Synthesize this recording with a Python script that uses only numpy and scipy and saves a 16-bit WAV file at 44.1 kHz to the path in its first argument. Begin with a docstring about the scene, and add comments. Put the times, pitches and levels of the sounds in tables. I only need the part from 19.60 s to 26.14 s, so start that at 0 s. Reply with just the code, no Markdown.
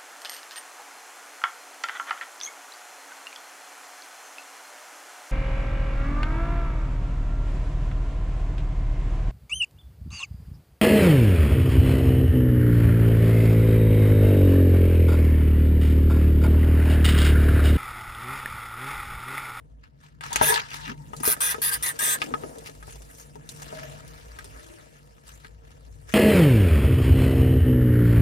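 """Faint scrabbling over a low room hum, then knocks and raspy screeches: two hamsters scuffle in a
smooth-walled box beside a plastic tray of seeds. One screeches in bursts, its fluttering vocal folds
driving the resonances of throat and mouth. Claws and bodies strike and scrape the tray, exciting its
modes, and the bedding rustles on after the cries end. A phone close by hears it through two ports."""
import sys
import numpy as np
from scipy import signal
from scipy.fft import rfft, irfft, next_fast_len
from scipy.io import wavfile
from scipy.ndimage import uniform_filter1d

SR = 44100
rng = np.random.default_rng(int(sys.argv[2]) if len(sys.argv) > 2 else 0)


def master_out(mix):
    """Clip the mix to full scale and print it as 16-bit PCM to the path in sys.argv[1]."""
    frames = np.transpose(np.atleast_2d(mix))
    ceiling = np.clip(frames, -1, 1)
    pcm = np.round(ceiling * 32767).astype(np.int16)
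    wavfile.write(sys.argv[1], SR, pcm)


N = 288369

# Normal modes of the plastic tray: frequency_hz, weight_db, t60_s
TRAY_MODES = [(153, -5.5, 0.27), (272.7, -1, 0.089), (454, 8.5, 0.057), (617.4, -4, 0.07), (923, 3, 0.053),
              (1306, 6.5, 0.042), (1708, 3.5, 0.029), (2300, -24, 0.016), (2810, -2.5, 0.019),
              (3460, -13.5, 0.073)]


def screech(start_s, length_s, release_s, effort_db, squeal_db, sag_s, sag_db,
            throat_start_hz, throat_end_hz, pitch_start_hz, pitch_end_hz, rasp_db, roughness,
            trill_hz, trill_depth, squeal_width_hz, low_mouth_hz, high_mouth_hz):
    """Source and filter: fluttering vocal folds modulate pitch and airflow; the tract adds formants."""
    t = np.arange(0, length_s, 1 / SR)
    draws, cut = SR // 4, slice(len(t))
    release = np.clip((t - length_s) / release_s + 1, 0, 1)
    sag = np.exp(-((start_s + t - sag_s) / 0.017) ** 2)  # the breath sags once
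    effort_db = effort_db + sag_db * sag - 21.5 * release ** 0.74
    squeal_db = squeal_db - 20.5 * release ** 3.5  # the squeal outlasts the hiss
    opening = 1 - .15 * np.exp(-t / .015)  # pitch and formants rise as the mouth opens
    pitch_hz = np.linspace(pitch_start_hz, pitch_end_hz, len(t)) * opening
    throat_hz = np.linspace(throat_start_hz, throat_end_hz, len(t))
    roughness = np.clip(roughness, 0, 1)
    flutter_hz = trill_hz * (1 + 0.071 * wander(draws, span=470)[cut])
    trill = 2 * np.pi * (np.cumsum(flutter_hz) / SR + rng.random())
    jitter = .15 * roughness * wander(draws, span=25)[cut]
    cycles = np.cumsum(pitch_hz * (1 + .11 * np.sin(trill) + jitter)) / SR
    folds = sum(np.cos(2 * np.pi * k * cycles) for k in range(1, 9))
    air = (1.3 + np.exp(-(cycles % 1) / 0.43)) * rng.standard_normal(draws)[cut]  # one pulse a cycle
    puffs = np.exp(trill_depth * np.cos(trill - 1.2))
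    drive = ((1 - roughness) * unit_rms(folds) + roughness * unit_rms(air)) * puffs
    chest = resonate_twice(drive, 1100, 600)
    squeal = unit_rms(resonate_twice(drive, pitch_hz, squeal_width_hz)) + .65 * unit_rms(chest)
    jaw = opening + .03 * wander(draws, span=1470)[cut]
    formants = [(1.55 * pitch_hz, 300), (low_mouth_hz, 450), (high_mouth_hz, 600)]
    rasp = sum(resonate_twice(drive, hz * jaw, width_hz) for hz, width_hz in formants)
    throat = resonate_twice(drive, throat_hz * jaw, 2000) - 0.39 * resonate(drive, 13450, 3800)
    hiss = unit_rms(throat) + amp(rasp_db) * unit_rms(rasp)
    cry = amp(effort_db) * hiss + amp(squeal_db) * unit_rms(squeal)
    return start_s, cry * signal.windows.tukey(len(t), .02)


def knock(start_s, level_db, snap_hz, thud_db, crack_db):
    """Impact excitation: a blow snaps, cracks in the treble and leaves the tray's modes in free decay."""
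    t = np.arange(5000) / SR
    mode_hz, mode_db, t60 = np.transpose(TRAY_MODES)[:, :, None]
    coupling_db = np.where(mode_hz < 700, thud_db + 6, -9 * abs(np.log2(mode_hz / snap_hz)))
    strength = amp(mode_db + coupling_db) * rng.uniform(.3, 1.2, mode_hz.shape)  # each lands elsewhere
    build_up = 1 - np.exp(-t * mode_hz ** 2 / 1100)  # low modes swell later
    detuned_hz = mode_hz * rng.uniform(0.94, 1.03, mode_hz.shape)
    ring = (strength * build_up * amp(-60 * t / t60) * np.sin(2 * np.pi * detuned_hz * t)).sum(0)
    snap = amp(-60 * t * snap_hz / 7) * np.sin(2 * np.pi * snap_hz * t)  # dies in seven cycles
    burst = rng.standard_normal(len(t)) * (amp(-60 * t / 0.015) + 0.061 * amp(-60 * t / 0.19))
    crack = amp(crack_db) * resonate_twice(burst, 6700, 7400)
    crack += 0.39 * resonate_twice(burst, 1.98 * snap_hz, 1700)
    return start_s, amp(level_db + 6) * (0.33 * ring + 1.76 * snap + 0.76 * crack)


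def scrape(peak_s, rise_s, fall_s, level_db, ring_hz, width_hz):
    """Forced vibration: uneven friction drives one mode of the hollow plastic."""
    t = np.arange(peak_s - rise_s, peak_s + fall_s, 1 / SR)
    slips = rng.standard_normal(2 * SR) * amp(2 * wander(2 * SR, span=2000))
    hollow = unit_rms(resonate_twice(slips[:len(t)], ring_hz, width_hz))
    envelope = amp(level_db + swell_db(t, peak_s, rise_s, fall_s, edge_db=-28))
    return t[0], envelope * hollow * signal.windows.tukey(len(t), .05)


def paws():
    """Shot noise: chips and seeds tick in clumps over a wash; footfalls drive the tray's low modes."""
    # Spectra of the bedding's rustle and its treble fizz: frequency_hz, density_db
    rustle_spectrum = [(600, -15.5), (1000, 3), (1700, 3), (3000, -4.5), (5000, -7), (7000, -17),
                       (10000, -41.5)]
    fizz_spectrum = [(4500, -11.5), (7000, 0.5), (9000, -3.5), (12000, -3), (16500, -19)]
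    rustle_gain, boom_gain, fizz_gain, crackle = bedding_levels()
    clumps = amp(1.4 * wander(N, span=410))
    tick_sizes = amp(6.4 * np.minimum(rng.exponential(1, N), 2.8))
    ticks = tick_sizes * (rng.random(N) < 300 * clumps / SR)  # about 300 a second
    decay = amp(-60 * np.arange(900) / SR / 0.018)
    chips = unit_rms(np.sqrt(abs(signal.oaconvolve(ticks ** 2, decay ** 2)[:N])))
    grain = patchy(rng.standard_normal((2, N)) * (1 + crackle * chips) * clumps ** crackle)
    steps = rng.standard_normal((2, N)) * amp(2.5 * wander(N, span=324))
    boom = sum(amp(db) * resonate_twice(steps, hz, 2.94 / t60) for hz, db, t60 in TRAY_MODES[1:5])
    boom += 1.07 * resonate_twice(steps, 406, 600)
    ring = sum(amp(db) * resonate(grain, hz, 2.8 / t60) for hz, db, t60 in TRAY_MODES[4:])
    rustle = coloured(grain, rustle_spectrum) + .5 * unit_rms(ring)
    fizz = coloured(grain, fizz_spectrum)
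    return rustle_gain * unit_rms(rustle) + fizz_gain * fizz + boom_gain * unit_rms(boom)


def bedding_levels(hold_samples=32):
    """Incoherent sources add in power: gains for stirring plus scrabbles, and the depth of crackle."""
    # Steady stirring of the bedding: time_s, rustle_db, boom_db, fizz_db
    stirring = [(0, -76, -64, -77.5), (.55, -90, -68.5, -107), (.66, -49, -58, -55), (.8, -28.5, -54, -57),
                (1.0, -44.5, -59, -88), (1.4, -69, -61.5, -68.5), (1.62, -52, -47.5, -52),
                (2.2, -47.5, -51, -52), (2.62, -56, -42, -57.5), (2.85, -56, -41.5, -53),
                (3.18, -61, -54.5, -60), (3.75, -65.5, -56.5, -65.5), (4.14, -44.5, -50.5, -52.5),
                (4.45, -54, -53, -61), (5.12, -53.5, -56, -56.5), (5.4, -61.5, -59.5, -65.5),
                (6.0, -69.5, -60.5, -77), (6.54, -64.5, -58, -62)]
    # Single scrabbles of paws: peak_s, rise_s, fall_s, rustle_db, fizz_re_rustle_db
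    scrabbles = [(.239, 0.025, 0.066, -54.5, -36), (.444, 0.091, 0.15, -55, -14.5),
                 (0.633, 0.019, 0.3, -38, -31), (.96, 0.18, 0.11, -25, -32), (1.149, 0.12, 0.2, -37, -12.5),
                 (1.303, 0.11, 0.043, -36, -52), (2.637, 0.11, 0.1, -39.5, -7.5),
                 (3.081, 0.066, 0.045, -43, -3.5), (3.298, 0.08, 0.11, -50, -2.5),
                 (3.613, 0.62, 0.16, -56.5, 5), (3.921, 0.093, 0.59, -57, 3.5), (4.03, 0.022, .08, -50, 0),
                 (5.682, 0.052, 0.27, -53, -2), (5.85, 0.075, 0.072, -52, -11),
                 (6.088, 0.17, 0.45, -60, -11), (6.494, 0.018, .12, -45, -7)]
    t = np.arange(0, N, hold_samples) / SR
    rustle, boom, fizz = amp(over_time(stirring, t))
    calm = rustle
    for peak_s, rise_s, fall_s, rustle_db, fizz_re_rustle_db in scrabbles:
        burst = amp(rustle_db + swell_db(t, peak_s, rise_s, fall_s, edge_db=-23))
        rustle = np.hypot(rustle, burst)
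        fizz = np.hypot(fizz, amp(fizz_re_rustle_db) * burst)
    crackle = .35 + .3 * (1 - (calm / rustle) ** 2)  # scrabbles tick more sharply
    return np.repeat([rustle, boom, fizz, crackle], hold_samples, axis=1)[:, :N]


def wall_echoes(x):
    """All-pass scattering: repeated reflections shift the phase but keep the magnitude spectrum."""
    # Echoes between the walls: delay_ms, reflection_ratio
    echoes = [(1.103, 0.15), (2.301, 0.67), (4.702, 0.29)]
    size = next_fast_len(N + SR)
    hz, spectrum = np.fft.rfftfreq(size, 1 / SR), rfft(x, size)
    for delay_ms, reflection in echoes:
        delay = np.exp(-2j * np.pi * hz * delay_ms / 1000)
        spectrum = spectrum * (delay - reflection) / (1 - reflection * delay)
    return irfft(spectrum, size)[:N]


def box_tail(x, t60_s=0.019):
    """Reverberation: sparse reflections of random sign decay exponentially in the box."""
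    slots = np.arange(100, 6000, 20)
    reflections = rng.choice([-1., 1.], len(slots)) * amp(-60 * slots / SR / t60_s)
    taps = np.zeros(6020)
    taps[slots + rng.integers(0, 20, len(slots))] = reflections
    return signal.oaconvolve(x, taps / np.linalg.norm(taps))[:N]


def room():
    """Narrow-band noise: a wavering rumble and a fuzzy hum, as of distant machines."""
    # Background levels: time_s, rumble_db, hum_db
    levels = [(0, -50.5, -57), (.48, -57, -57), (.84, -41, -41), (1.07, -49, -56.5), (1.3, -48, -45.5),
              (1.67, -49, -46), (1.85, -56.5, -59.5), (2.18, -47, -52.5), (2.46, -59, -54),
              (3.35, -47, -56), (3.6, -53.5, -60.5), (3.77, -51.5, -48), (4.37, -49, -47),
              (4.61, -50.5, -55.5), (4.87, -46, -59), (5.29, -58, -57.5), (6.54, -45, -58)]
    # Spectrum of the rumble: frequency_hz, density_db
    rumble_spectrum = [(25, -22.5), (42, -3), (55, 19), (70, 0.5), (115, 6.5), (140, -58.5)]
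    # Resonances of the hum: centre_hz, width_hz, weight_db
    hum_bands = [(146.4, 27, 7.5), (194, 120, -7)]
    rumble_db, hum_db = over_time(levels, np.arange(N) / SR)
    noise = rng.standard_normal((2, N))
    hum = sum(amp(db) * resonate_twice(noise, hz, width_hz) for hz, width_hz, db in hum_bands)
    return amp(rumble_db) * coloured(noise, rumble_spectrum) + amp(hum_db) * unit_rms(hum)


def resonate(x, hz, width_hz):
    """Heterodyne resonance of gain 1: shift hz (which may glide) to zero, smooth, shift back."""
    carrier = np.exp(2j * np.pi * np.cumsum(hz * np.ones(x.shape[-1])) / SR)
    pole = np.exp(-np.pi * width_hz / SR)
    return 2 * (carrier * signal.lfilter([1 - pole], [1, -pole], x / carrier + 1e-18)).real


def resonate_twice(x, hz, width_hz):
    """Two resonances in cascade give steeper skirts."""
    return resonate(resonate(x, hz, width_hz), hz, width_hz)


def coloured(x, spectrum):
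    """Spectral shaping, scaled to rms 1."""
    size = next_fast_len(N)
    gain = amp(over_frequency(spectrum, np.fft.rfftfreq(size, 1 / SR))[0])
    return unit_rms(irfft(rfft(x, size) * gain, size)[..., :N])


def patchy(x, depth_db=3):
    """Random amplitude modulation in patches of some 30 ms by 1 kHz."""
    spectra = signal.stft(x, nperseg=256)[2]
    patches = uniform_filter1d(rng.standard_normal(spectra.shape[1:]), size=7, axis=0)
    patches = uniform_filter1d(patches, size=9, axis=1)
    return signal.istft(spectra * amp(depth_db * unit_rms(patches)), nperseg=256)[1][:, :N]


def wander(count, span):
    """Low-pass noise of rms 1, smoothed twice over span samples."""
    return unit_rms(uniform_filter1d(uniform_filter1d(rng.standard_normal(count), span), span))


def swell_db(t, peak_s, rise_s, fall_s, edge_db):
    """Exponential growth and decay: from edge_db to 0 dB at peak_s and down again."""
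    return edge_db * np.maximum((peak_s - t) / rise_s, (t - peak_s) / fall_s)


def over_frequency(rows, hz):
    """Interpolates each column on a logarithmic frequency axis."""
    row_hz, *columns = np.transpose(rows)
    return [np.interp(np.log(hz + 1), np.log(row_hz + 1), column) for column in columns]


def over_time(rows, t):
    """Interpolates each column linearly in time."""
    row_s, *columns = np.transpose(rows)
    return [np.interp(t, row_s, column) for column in columns]


def amp(db):
    """Decibels to amplitude ratio."""
    return 10 ** (np.asarray(db) / 20)


def unit_rms(x):
    """Normalises to unit mean power."""
    return x / np.sqrt(np.mean(x ** 2) + 1e-20)


def add(mix, start_s, sound):
    """Superposes a sound on the mix."""
    part = mix[round(start_s * SR):][:len(sound)]
    part += sound[:len(part)]


def scene():
    """Superposition of all sources on two paths: channel 0 direct, channel 1 scattered."""
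    # Cries: start_s, length_s, release_s, effort_db, squeal_db, sag_s, sag_db, throat_start_hz,
    # throat_end_hz, pitch_start_hz, pitch_end_hz, rasp_re_effort_db, roughness_ratio, trill_hz,
    # trill_depth, squeal_width_hz, low_mouth_hz, high_mouth_hz (pitch and formants for an open mouth)
    screeches = [(0.822, 0.15, 0.068, -22.5, -29, .853, -2.5, 11200, 7660, 1712, 1648, -7, 0.71, 159, 0.27, 500, 3600, 6400),
                 (1.628, 0.12, 0.019, -21, -30.5, 1.638, -9.5, 10600, 11000, 1193, 1296, -15.5, 0.85, 124, 0.93, 905, 3700, 5500),
                 (1.804, 0.14, 0.027, -24.5, -30.5, 1.891, -4.5, 9050, 11000, 1495, 1650, -8.5, 0.63, 110.7, 0.24, 900, 3330, 6100),
                 (2.017, 0.096, 0.019, -23.5, -33, 2.078, -2, 11940, 10600, 1808, 1613, -12.5, 0.61, 99, 0.23, 446, 3700, 4700),
                 (2.113, 0.061, 0.032, -22, -31, 2.114, -10, 9700, 10600, 1810, 1580, -10, 0.71, 173, 0.096, 446, 2880, 5000),
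                 (2.225, 0.1, 0.035, -25, -31.5, 2.261, -6.5, 10800, 8700, 2042, 1593, -10.5, 0.48, 119.1, 0.15, 495, 3690, 6450),
                 (2.389, 0.18, 0.027, -24.5, -30, 2.405, -4, 8800, 7300, 1772, 1595, -8, 0.64, 109, 0.1, 388, 3480, 6340)]
    # Blows on tray and wall: start_s, relative_level_db, snap_hz, thud_weight_db, crack_weight_db
    knocks = [(0.609, -31.5, 2030, -39, -12.5), (0.638, -43.5, 1750, -23, -0.5),
              (0.707, -36.5, 870, -30, -7), (0.73, -37.5, 930, -25, 12.5), (0.759, -13, 2300, -40, -5.5),
              (0.813, -10.5, 890, -13, -19.5), (0.942, -14, 4240, -23, -32), (1.116, -32.5, 2600, -24, -27),
              (1.144, -39, 920, -32, -3), (1.279, -30, 1900, -14, -16), (1.534, -30.5, 1050, -15, -19),
              (1.566, -45, 4000, -18, 8.5), (1.602, -37.5, 990, -19, 0), (1.607, -33, 297, -25, -27),
              (1.654, -34, 1980, -12, 7), (1.676, -25, 430, -4.5, -0.5), (1.766, -36, 1470, -27, -20),
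              (1.945, -24.5, 1370, -12, -15.5), (1.983, -33.5, 476, -8, -25),
              (2.263, -27.5, 2230, -34, 2.5), (2.359, -44, 3000, -20, -4), (2.425, -34.5, 595, -2, -25),
              (2.475, -36, 550, -14, -25), (2.618, -16.5, 2410, -50, -21), (2.708, -43.5, 1150, 9, -16),
              (2.739, -20.5, 1240, -6, -34), (2.836, -34, 1240, 0, -36), (2.838, -34, 387, 1.5, -30),
              (2.984, -45.5, 696, 0, 3), (3.088, -44, 1270, 6.5, -21), (3.227, -40, 1560, -25, -10),
              (3.279, -40, 780, -2.5, -10), (3.357, -46.5, 804, -11, 1.5), (3.42, -54.5, 3000, -21, 10.5),
              (3.756, -42, 930, 3.5, -10), (3.891, -45, 3900, -28, 12.5), (4.02, -43.5, 780, -22, 6),
              (4.127, -33, 665, -3, -35), (4.478, -45, 4930, -20, 2), (4.788, -35, 1850, -20, -5),
              (4.844, -53, 970, 5, 14), (5.847, -37, 1970, -15, -22), (6.491, -44.5, 1700, -3, -1)]
    # Drags along hollow plastic: peak_s, rise_s, fall_s, level_db, ring_hz, width_hz
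    scrapes = [(0.721, 0.026, 0.061, -33, 897, 121), (.83, .032, .062, -27.5, 586, 120),
               (.895, .07, 0.023, -19.5, 1696, 70), (0.899, 0.11, 0.13, -28.5, 444.5, 45.7),
               (.93, 0.19, .1, -22.5, 898, 150), (1.2, 0.15, 0.39, -43.5, 910, 120),
               (1.295, .04, 0.081, -32.5, 245, 149), (2.72, 0.16, 0.14, -34.5, 278, 80),
               (4.13, 0.045, 0.49, -40, 626, 114), (5.12, 0.26, 0.26, -50.5, 330, 39.7),
               (5.19, 1.4, 0.14, -56, 610, 55)]
    direct = np.zeros(N)
    for source, events in [(screech, screeches), (knock, knocks), (scrape, scrapes)]:
        for event in events:
            add(direct, *source(*event))
    tail = amp(-6) * box_tail(direct)
    return np.array([direct + tail, wall_echoes(direct) + tail]) + paws() + room()


def record(dry):
    """Partial coherence: the left port hears the direct path, the right a phase-shifted blend of both."""
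    # The two microphone ports: frequency_hz, coherence_ratio, right_lead_turns, left_over_right_db
    ports = [(60, .68, 0, 0), (280, .55, -.1, 2.5), (385, .7, -.42, 4), (620, .5, -.34, 2.5),
             (1000, .85, -.5, 1.5), (1500, .65, -.55, 2), (2300, .3, -.7, 4), (3000, .2, -.8, 1),
             (6000, .35, -1.03, 5), (7200, .35, -1.5, 2), (8600, .2, -1.9, -1), (9300, .6, -2.2, -3),
             (10000, .9, -2, 0), (11200, .8, -1.72, 0), (11800, .995, -1.5, 0), (12300, .995, -1.5, 0),
             (12900, .7, -1.28, 0), (13400, .98, -1, 0), (14400, .98, -1, 0), (15300, .85, -.5, 0)]
    size = next_fast_len(N + SR)
    coherence, lead_turns, balance_db = over_frequency(ports, np.fft.rfftfreq(size, 1 / SR))
    coherence = np.clip(coherence, 0, 1)
    direct, scattered = rfft(dry, size)
    right = coherence * np.exp(2j * np.pi * lead_turns) * direct + np.sqrt(1 - coherence ** 2) * scattered
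    balance = amp(balance_db / 2)
    pair = irfft(np.array([direct * balance, right / balance]), size)[:, :N]
    pair = signal.lfilter(*signal.butter(2, 36, "high", fs=SR), pair)  # the capsules lose deep bass
    band_limit = signal.firwin(511, 16050, window=("kaiser", 9), fs=SR)
    return signal.oaconvolve(pair, band_limit[None], "same")


dry = scene()
out = record(dry)
master_out(out)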